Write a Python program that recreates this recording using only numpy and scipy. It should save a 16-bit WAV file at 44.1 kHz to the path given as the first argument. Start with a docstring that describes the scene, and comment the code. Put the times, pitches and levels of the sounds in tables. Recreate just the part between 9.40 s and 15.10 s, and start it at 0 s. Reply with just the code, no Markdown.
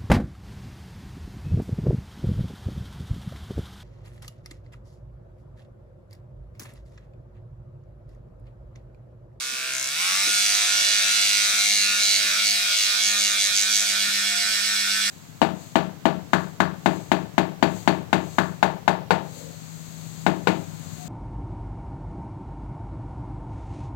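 """A buzzing rattle and whine at idle, then a rise to about 102 turns a second: a nail drill files a nail tip.
The loose shaft knocks twice a turn; knocks and rubbing ring the casing, motor can, collet and bit.
The play creeps round, sweeping swells down through the resonances; in spells the tip sings or chatters.
Motor lines whine and hum, brushes hiss and hands bump softly; desk and small room answer the drill.
Quiet room air and a faint mains hum lie underneath."""
import sys
import numpy as np
from scipy import signal
from scipy.fft import rfft, irfft, next_fast_len
from scipy.io import wavfile
from scipy.ndimage import uniform_filter1d, map_coordinates

SR = 44100
rng = np.random.default_rng(int(sys.argv[2]) if len(sys.argv) > 2 else 0)


def digitize_waveform(pressure):
    """Quantize a signal to 16-bit integers and store it at the path in sys.argv[1].

    Rows of a 2-D input are taken as channels; values are limited to [-1, 1].
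    """
    field = np.atleast_2d(pressure).T
    bounded = np.clip(field, -1, 1)
    quanta = np.round(bounded * 32767).astype(np.int16)
    wavfile.write(sys.argv[1], SR, quanta)


N = 251370

FULL_SPEED = 102  # turns a second
TIP_SLIP = 0.0429  # turns by which a knock at the tip creeps earlier in one cycle of the play
CASE_HISS, TIP_HISS = .55, .75  # noise relative to the repeating part of the rubbing

# resonances of each part: f/Hz, width/Hz, knocked level/dB, rubbed level/dB
CASING = [(1213, 106, -9, -12.5), (1454, 127, 0, 3), (1657, 347, -4, 1), (1895, 320, -10, 1)]
CAN = [(2173, 178, -0.5, 0.5), (2520, 244, -1, 0.5), (2798, 270, -5.5, -3), (3060, 36, -12, -2)]
COLLET = [(3635, 860, -3.5, 3), (4184, 350, 7.5, 6), (4430, 770, 1.5, 4.5), (4997, 590, 3.5, 1),
          (5357, 310, 1, -1)]
BIT = [(5613, 390, -2, 5), (5906, 740, 2, 2.5), (6800, 700, -1, -1.5), (8130, 520, -3, 1),
       (9460, 1380, -11.5, -2.5), (13500, 2800, -30, -18.5)]
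# magnetic pull of the rotor on the casing: multiple of the shaft speed, mean level/dB
COGGING = [(14, -18), (16, -32.5), (18, -16.5), (20, -19), (24, -14)]


def rattle(speed, turns):
    """Knocks and rubbing ring the four parts; the harder collet and bit shake, the more knocks stand out."""
    effort = spin_up(speed)
    casing_db, can_db, collet_db, bit_db = shaking(speed, effort)

    def bite(db):
        return amp(0.6 * np.clip(db - np.median(db), -8, 3.5))

    torque = amp(1.2 * effort)  # the motor kicks harder while it speeds up
    cogging = sum(amp(db + 1.1 * wobble(3.98)) * np.sin(2 * np.pi * k * turns) for k, db in COGGING)

    casing = knocks(turns, hardest=0.28, swing_db=11, slip=0.089, scrape=0.04, scrape_s=0.0008)
    casing = 1.15 * torque * casing
    can = knocks(turns, hardest=0.23, swing_db=4.0, slip=0.075, scrape=0.33, scrape_s=0.001)
    can = 1.44 * torque * can
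    collet = knocks(turns, hardest=0.17, swing_db=1.5, slip=TIP_SLIP, scrape=0.54, scrape_s=0.0016)
    collet = 0.93 * bite(collet_db) * bouncing(collet, rebound=0.042, gap_ms=0.25)
    bit = knocks(turns, hardest=0.39, swing_db=9, slip=TIP_SLIP, scrape=0.64, scrape_s=0.0016)
    bit = 1.3 * bite(bit_db) * bouncing(bit, rebound=0.09, gap_ms=0.4)

    # the collet rattles less while the bit chatters in it
    seated_db = -1.5 * sum(spell(s, length) for s, length, *_ in CHATTER)
    casing_rub = rubbing(turns, CASE_HISS) + cogging
    parts = [(sounding(casing, casing_rub, CASING, lowest_hz=1144), casing_db + switching()),
             (sounding(can, rubbing(turns, CASE_HISS), CAN, lowest_hz=1580), can_db),
             (sounding(collet, rubbing(turns, TIP_HISS), COLLET, lowest_hz=2530), collet_db + seated_db),
             (sounding(bit, rubbing(turns, TIP_HISS), BIT, lowest_hz=5040), bit_db + switching())]
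    return sum(amp(db) * steady(x) for x, db in parts)


# drift of each part with grip and position, before speed and torque act:
# t/s, casing level/dB, motor can level/dB, collet level/dB, bit level/dB
DRIFT = [(0, -39.5, -35, -26, -25.5), (.24, -34, -34, -27.5, -29.5), (.45, -35.5, -33, -28.5, -26.5),
         (1.0, -35, -32, -25, -26), (1.5, -33, -31, -25, -28), (2.0, -35.5, -29, -25.5, -27.5),
         (2.4, -36, -30, -26.5, -29.5), (2.92, -34.5, -30.5, -25.5, -31), (3.3, -36.5, -31, -24.5, -32.5),
         (4.35, -36, -34, -26, -29.5), (4.75, -33.5, -33.5, -27.5, -32), (5.7, -32.5, -34.5, -27.5, -33)]
# answer to the shaft, rows casing, motor can, collet, bit: power of the speed, change at full torque level/dB
RESPONSE = [(1, -1), (1.4, 3), (2.3, -0.5), (2.3, -1.6)]


def shaking(speed, effort):
    """Level of each part in dB: it follows speed and torque, with small chance swings."""
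    speed_db = 20 * np.log10(speed / FULL_SPEED)
    return [drift_db + power * speed_db + surge_db * effort + 0.33 * wobble(9)
            for drift_db, (power, surge_db) in zip(curves(DRIFT), RESPONSE)]


def spin_up(speed):
    """Torque spent on gaining speed, 0-1."""
    gain = uniform_filter1d(np.gradient(speed) * SR, size=4000)  # turns a second, per second
    return np.clip(gain / 60, 0, 1) * np.clip((speed - 70) / 15, 0, 1)


def switching():
    """The brief dip as the speed is switched up, in dB."""
    return -3.5 * spell(0.497, 0.089)


# moments when the play shifts to the other side of the shaft, on the whole ever closer: t/s
SHIFTS = [0, .6, .88, 1.27, 1.62, 2.12, 2.53, 2.92, 3.25, 3.55, 3.76, 3.94, 4.11, 4.27, 4.44, 4.56]
BEAT_S = .128  # steady beat of the shifts after the listed ones


def creep():
    """Number of shifts that the play has made so far, rising in straight ramps."""
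    moments = np.append(SHIFTS, SHIFTS[-1] + BEAT_S * np.arange(1, 20))
    return np.interp(np.arange(N) / SR, moments, np.arange(len(moments)))


def knocks(turns, hardest, swing_db, slip, scrape, scrape_s):
    """Two knocks a turn creep earlier, swell and fade as the play goes round, each dragging a short scrape."""
    play = creep() / 2
    angle = turns + .0008 * wobble(200)  # no knock lands exactly on time
    blows = np.zeros(N)
    for side in (0, .5):
        age = (play + side) % 1
        size = amp(swing_db * np.cos(2 * np.pi * (age - hardest)))
        blows += pulses(angle + side + slip * age, size, scatter_db=1.0)
    contact = signal.lfilter([1], [1, -np.exp(-1 / (scrape_s * SR))], blows)
    return steady(blows) + scrape * steady(contact * rng.standard_normal(N))


def bouncing(blows, rebound, gap_ms):
    """The hard steel parts rebound twice after each knock."""
    def step(f):
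        return rebound * np.exp(-2j * np.pi * f * gap_ms / 1000)

    return steady(filtered(blows, lambda f: 1 + step(f) + step(f) ** 2))


def rubbing(turns, hiss):
    """Brushes and bearing pass the same rough spots every turn; each microphone hears some of its own."""
    def spots(count=380):
        roughness = unit(irfft(np.exp(2j * np.pi * rng.random(count // 2 + 1))))
        return map_coordinates(roughness, [turns % 1 * count], mode='grid-wrap')

    wandering = np.array([wobble(4.003) * spots() + wobble(9) * spots() for _ in range(2)])
    track = spots() + 0.89 * wandering
    noise = rng.standard_normal(N) + 1.3 * rng.standard_normal((2, N))
    contact = 1 + .4 * np.cos(4 * np.pi * turns)  # swells twice a turn, as the shaft knocks
    return steady(contact * (steady(track) + hiss * unit(noise)))


def sounding(knock, rub, modes, lowest_hz):
    """Knocks and rubbing act at different spots, so each favours other resonances of the part."""
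    struck = ring(knock, [(c, w, db) for c, w, db, _ in modes], lowest_hz)
    rubbed = ring(rub, [(c, w, db) for c, w, _, db in modes], lowest_hz)
    return struck + rubbed


def ring(x, modes, lowest_hz):
    """x through the resonances of a small part, which radiates little outside their range."""
    def body(f):
        total = 0
        for k, (c, w, db) in enumerate(modes):
            mode = 1j * f * w / (c * c - f * f + 1j * f * w)
            total = total + amp(db) * mode * (-1) ** k  # neighbours ring in opposite sense
        return total

    highest_hz = min(1.25 * modes[-1][0], .45 * SR)
    band = signal.butter(8, lowest_hz, 'high', fs=SR, output='sos')
    roof = signal.butter(4, highest_hz, fs=SR, output='sos')
    return signal.sosfilt(np.vstack([band, roof]), filtered(x, body))


# pressure of the bit on the nail: t/s, pressure (1 = nominal full)
PRESSURE = [(.6, 0.11), (1.0, 0.5), (1.95, 0.4), (2.15, 1.2), (4.45, 1.2), (4.8, 0.85)]
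# order in which the resonances swell: f/Hz, lead of the swell (shifts)
SWEEP = [(1500, -.03), (1750, .15), (2050, .38), (2300, .72), (2520, 1.1), (2800, 1.42), (3350, 1.58),
         (3750, 1.9), (4000, 2.5)]
# depth of the swell at pressure 1: f/Hz, share of the amplitude
SWEEP_DEPTH = [(1600, .3), (2300, .25), (3700, .25), (4500, .15), (7000, .1)]


def sweeping(x):
    """As the play creeps round, each resonance swells in its turn, so bright bands slide down in pitch."""
    pressure, = curves(PRESSURE)
    angle = 2 * np.pi * creep()

    def share(wave):
        return filtered(x, lambda f: along(SWEEP_DEPTH, f) * wave(2 * np.pi * along(SWEEP, f)))

    return x + pressure * (np.cos(angle) * share(np.cos) - np.sin(angle) * share(np.sin))


# spells in which the bit chatters in its collet:
# start t/s, length t/s, low ring level/dB, high ring level/dB, pitch of the high ring f/Hz
CHATTER = [(0.32, 0.18, -42, -34, 6600), (0.926, 0.19, -27, -41, 6300), (1.36, 0.056, -27, -25, 5800),
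           (2.173, 0.275, -24.5, -30, 6350), (2.446, 0.18, -32, -28.5, 5900),
           (2.615, 0.17, -23.5, -28, 6430), (3.045, 0.081, -24, -29, 6400), (3.36, .1, -44, -28.5, 6500),
           (3.613, 0.12, -32, -26.5, 6500), (3.757, 0.18, -55, -27, 6400), (3.992, 0.098, -50, -26, 6250),
           (4.142, 0.11, -38, -24, 6300), (4.304, 0.14, -36, -24, 6200), (4.47, 0.063, -35, -29.5, 6140)]
# resonances of the low ring: f/Hz, width/Hz, level/dB
LOW_RING = [(4050, 480, 5), (4480, 420, -1), (4900, 400, -6)]
# resonances of the sharp, high ring: multiple of its pitch, width/Hz, level/dB
HIGH_RING = [(.57, 900, -7), (1, 880, 7.5), (1.31, 500, -6), (1.8, 4000, -28)]


def chatter(turns):
    """In spells the bit drums low twice a turn and cracks high, mostly once a turn, its pitch set by the grip."""
    drumming = knocks(turns, hardest=.25, swing_db=2.5, slip=TIP_SLIP, scrape=0.06, scrape_s=0.00075)
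    cracks = knocks(turns, hardest=.25, swing_db=26, slip=TIP_SLIP, scrape=.03, scrape_s=.0004)
    low = steady(ring(drumming, LOW_RING, lowest_hz=3550))

    def high(hz):
        return steady(ring(cracks, [(k * hz, w, db) for k, w, db in HIGH_RING], lowest_hz=1950))

    return sum(spell(s, length) * (amp(low_db) * low + amp(high_db) * high(hz))
               for s, length, low_db, high_db, hz in CHATTER)


# spells in which one resonance sings: start t/s, length t/s, f/Hz, width of each filter pass/Hz, level/dB
SINGING = [(0.24, 0.23, 4130, 600, -44), (0.132, 0.233, 2600, 520, -39), (.57, 0.28, 2200, 600, -33),
           (0.622, 0.21, 1330, 350, -37.5), (0.48, 0.22, 3680, 450, -38), (0.65, 0.4, 5530, 500, -36),
           (1.1, 0.55, 5940, 650, -33.5), (1.1, 0.8, 3590, 600, -38.5), (1.65, 0.8, 6020, 500, -36),
           (1.2, 0.95, 7420, 600, -36.5), (2.2, .6, 2740, 300, -35.5), (2.82, .2, 5780, 700, -33.5),
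           (2.8, .24, 1430, 300, -37.5), (3.45, 1.23, 3680, 850, -38.5), (4.693, 1.3, 5400, 650, -37.5),
           (4.8, 1.1, 7770, 650, -39)]


def singing(turns):
    """As the grip changes, rubbing and knocking bring out one resonance of casing or tip after another."""
    knocking = knocks(turns, hardest=.25, swing_db=5, slip=TIP_SLIP, scrape=.35, scrape_s=.001)
    drive = .7 * rubbing(turns, TIP_HISS) + knocking

    def narrow(x, hz, width):
        return signal.lfilter(*signal.iirpeak(hz, hz / width, fs=SR), x)

    return sum(amp(db) * spell(s, length, fade=.12) * steady(narrow(narrow(drive, hz, width), hz, width))
               for s, length, hz, width, db in SINGING)


# whine lines: multiple of the shaft speed, idle level/dB, full-speed level/dB, left minus right level/dB
WHINE = [(5, -14, -12.5, 3), (6, -25, -5, -9.5), (7, -14.5, -5.5, -19.5), (8, -14, -17, -16),
         (9, -15, -12, 16.5), (10, -7.5, -10, 4), (12, -18, -0.5, 15), (16, -13.5, -5.5, 26.5),
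         (18, -5.5, -2, 17)]
# gain of the whole whine, before the switching dip: t/s, level/dB
WHINE_LEVEL = [(0.0, -53), (1.06, -52.5), (1.17, -49), (1.27, -52), (2.11, -49.5), (2.14, -52.5),
               (3.73, -52), (5.67, -58.5), (5.7, -53)]
# twice-a-turn hum, before its own waver: t/s, level/dB
HUM = [(0, -71), (.45, -67), (.85, -55), (2.4, -55), (3.5, -52.5), (5.7, -48.5)]


def motor(speed, turns):
    """Wavering lines on multiples of the shaft speed; their balance changes with speed and torque."""
    hum_db, = curves(HUM)
    whine_db, = curves(WHINE_LEVEL)
    pressure, = curves(PRESSURE)

    def line(k, waver_db):
        phase = 2 * np.pi * (k * turns + rng.random()) + 0.051 * wobble(5.5)
        flutter_db = 1.6 * min(k / 5, 1) * wobble(28.02)
        return np.sqrt(2) * np.sin(phase) * amp(waver_db * wobble(4.436) + flutter_db)

    up = np.clip((speed - speed[0]) / (FULL_SPEED - speed[0]), 0, 1)
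    # the upper lines swell with torque; under pressure they also swell and thin once a shift
    load_db = 2.5 * pressure * (np.cos(2 * np.pi * creep()) - .5)
    surge_db = 7 * spin_up(speed) + load_db
    whine = 0
    for k, idle, full, pan in WHINE:
        level = amp(idle + up * (full - idle) + surge_db * (k > 8))
        whine = whine + level * line(k, waver_db=3.0) * amp(pan * np.array([[.5], [-.5]]))
    return amp(hum_db) * line(2, waver_db=3.7) + amp(whine_db + switching()) * whine


# spectrum of the brush hiss, overall level set below: f/Hz, relative level/dB per Hz
FIZZ = [(2500, -29), (5000, 11), (8000, 8), (10000, 0.5), (12000, -1.5), (15500, -4)]


def brushes(speed):
    """The brushes hiss, louder the faster they slide."""
    hiss = unit(filtered(rng.standard_normal((2, N)), lambda f: amp(along(FIZZ, f))))
    return amp(-32.0 + 0.96 * wobble(2.93)) * (speed / FULL_SPEED) ** 1.34 * hiss


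# soft bumps of the hands: t/s, peak level/dB before a 9 dB cut, pitch of the thud f/Hz
BUMPS = [(.12, -42, 256), (0.872, -32.5, 316), (2.089, -46, 510), (2.839, -43, 280), (3.359, -51, 526),
         (4.11, -44, 150), (4.669, -37.5, 171)]


def hands():
    """Fingers shift their grip with dull, short thuds: noise through two low resonances."""
    t = np.arange(N) / SR
    noise = rng.standard_normal(N)

    def thud(hz):
        modes = [(hz, 0.09 * hz, 10), (1.66 * hz, 0.16 * hz, 0)]
        return steady(ring(noise, modes, lowest_hz=.5 * hz))

    # each swell peaks 12 ms after its listed time
    return amp(-9.0) * sum(amp(db) * np.exp(-((t - s - .012) / 0.022) ** 2) * thud(hz)
                           for s, db, hz in BUMPS)


# the drill's radiation toward the two microphones: f/Hz, left minus right level/dB
AIM = [(1100, -5.5), (1450, -7), (2500, 1.5), (3700, -1), (4800, -6.5), (6000, -5), (6900, 2.5),
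       (9300, 4.5), (11000, 5.5), (12500, 9), (15500, 11)]
# decay of the small room: f/Hz, t60 t/s
ROOM = [(300, 0.071), (3000, 0.49), (14000, 0.044)]


def space(x, lag_ms, desk_db, desk_t60, room_db):
    """The direct sound reaches the left microphone first; desk, hands and room scatter it."""
    sides = np.array([[1], [-1]])
    direct = filtered(x, lambda f: np.exp(1j * np.pi * f * lag_ms / 1000 * sides))
    echo = amp(desk_db) * tails([(1000, desk_t60)]) + amp(room_db) * tails(ROOM)
    late = np.pad(echo, [(0, 0), (SR // 1000, 0)])  # the echoes start 1 ms later
    pair = direct + signal.fftconvolve(x, late, axes=1)[:, :N]
    return filtered(pair, lambda f: amp(along(AIM, f) * .5 * sides))


def tails(t60s):
    """A decaying noise response of energy 1 for each microphone."""
    hz, t, z = signal.stft(rng.standard_normal((2, SR // 3)), SR, nperseg=128)
    tail = signal.istft(z * amp(-60 * t / along(t60s, hz)[:, None]), SR, nperseg=128)[1]
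    return tail / np.linalg.norm(tail, axis=1, keepdims=True)


# spectrum of the room air, overall level set below: f/Hz, relative level/dB per Hz
AIR = [(20, -4), (50, -8), (100, -3.5), (160, 2), (260, 1.5), (400, -3), (900, -3), (2000, -8.5),
       (15000, -51)]
# mains hum: t/s, peak level/dB
MAINS = [(2.25, -89), (2.35, -68), (4.7, -64), (4.9, -60)]


def background():
    """Slowly rising room air, partly shared by both microphones, and a mains hum that sets in partway."""
    t = np.arange(N) / SR
    noise = rng.standard_normal(N) + 0.67 * rng.standard_normal((2, N))
    air = filtered(noise, lambda f: amp(along(AIR, f)))
    air_db = -56 + 0.49 * t + 1.3 * wobble(8)
    mains_db, = curves(MAINS)
    return amp(air_db) * unit(air) + amp(mains_db) * np.sin(2 * np.pi * 50 * t)


def amp(db):
    """Decibels to gain."""
    return 10 ** (np.asarray(db) / 20)


def unit(x):
    """Scale to rms 1."""
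    return x / np.sqrt(np.mean(x ** 2) + 1e-20)


def steady(x):
    """Scale to a running rms of about 1."""
    power = uniform_filter1d(np.mean(np.atleast_2d(x) ** 2, axis=0), size=2600)
    return x / np.sqrt(np.abs(uniform_filter1d(power, size=1300)) + 1e-12)


def along(points, hz):
    """(Hz, value) points read on a log axis."""
    f, v = np.transpose(points)
    return np.interp(np.log(hz + 1), np.log(f + 1), v)


def curves(rows):
    """One value per sample for each column after the time."""
    s, *cols = np.transpose(rows)
    return [np.interp(np.arange(N) / SR, s, c) for c in cols]


def wobble(rate):
    """A smooth random curve, rate knots a second."""
    return map_coordinates(rng.standard_normal(int(N * rate / SR) + 4), [np.arange(N) * rate / SR])


def filtered(x, response):
    """x times a complex response of frequency."""
    m = next_fast_len(N + SR // 2)
    return irfft(rfft(x, m) * response(np.fft.rfftfreq(m, 1 / SR)), m)[..., :N]


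def pulses(turns, size, scatter_db):
    """One sharp pulse, placed between samples, whenever turns passes a whole number."""
    at = np.interp(np.arange(1, int(turns[-1])), turns, np.arange(N))
    strength = size[at.astype(int)] * amp(scatter_db * rng.standard_normal(len(at)))
    taps = at.astype(int)[:, None] + np.arange(-7, 9)
    shape = np.sinc(taps - at[:, None]) * np.sinc((taps - at[:, None]) / 8)
    return np.bincount(np.clip(taps, 0, N - 1).ravel(), (strength[:, None] * shape).ravel(), N)


def spell(start, length, fade=.04):
    """A gate that fades in and out, half open at its start and end; times in seconds."""
    t = np.arange(N) / SR
    return np.clip(np.minimum(t - start, start + length - t) / fade + .5, 0, 1)


# shaft speed as the drill is turned up: t/s, speed (turns a second)
SPIN_UP = [(0.0, 65.4), (0.458, 65.5), (0.49, 68.0), (0.54, 74.2), (0.594, 86.1), (0.62, 89.7),
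           (0.744, 95.4), (0.82, 100.9), (0.86, 102.1)]
# shaft speed as it runs and sags under load: t/s, speed (turns a second)
RUNNING = [(0.9, 102.4), (3.08, 102.4), (3.91, 101.4), (5.5, 101.4), (5.7, 101.2)]


def scene():
    """One slightly unsteady shaft drives every sound of the drill."""
    speed, = curves(SPIN_UP + RUNNING)
    # the speed trembles most at full spin-up torque
    unsteady = 0.000979 * wobble(40) + .0035 * spin_up(speed) * wobble(120.03)
    turns = np.cumsum(speed * (1 + unsteady)) / SR
    drill = sweeping(rattle(speed, turns)) + brushes(speed) + chatter(turns) + singing(turns)
    drill = space(drill, lag_ms=0.033, desk_db=-11, desk_t60=0.019, room_db=-11.0)
    return drill + motor(speed, turns) + hands() + background()


def record(dry):
    """The microphones pass nothing above their band limit of 15.6 kHz."""
    return filtered(dry, lambda hz: hz < 15600)


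dry = scene()
out = record(dry)
digitize_waveform(out)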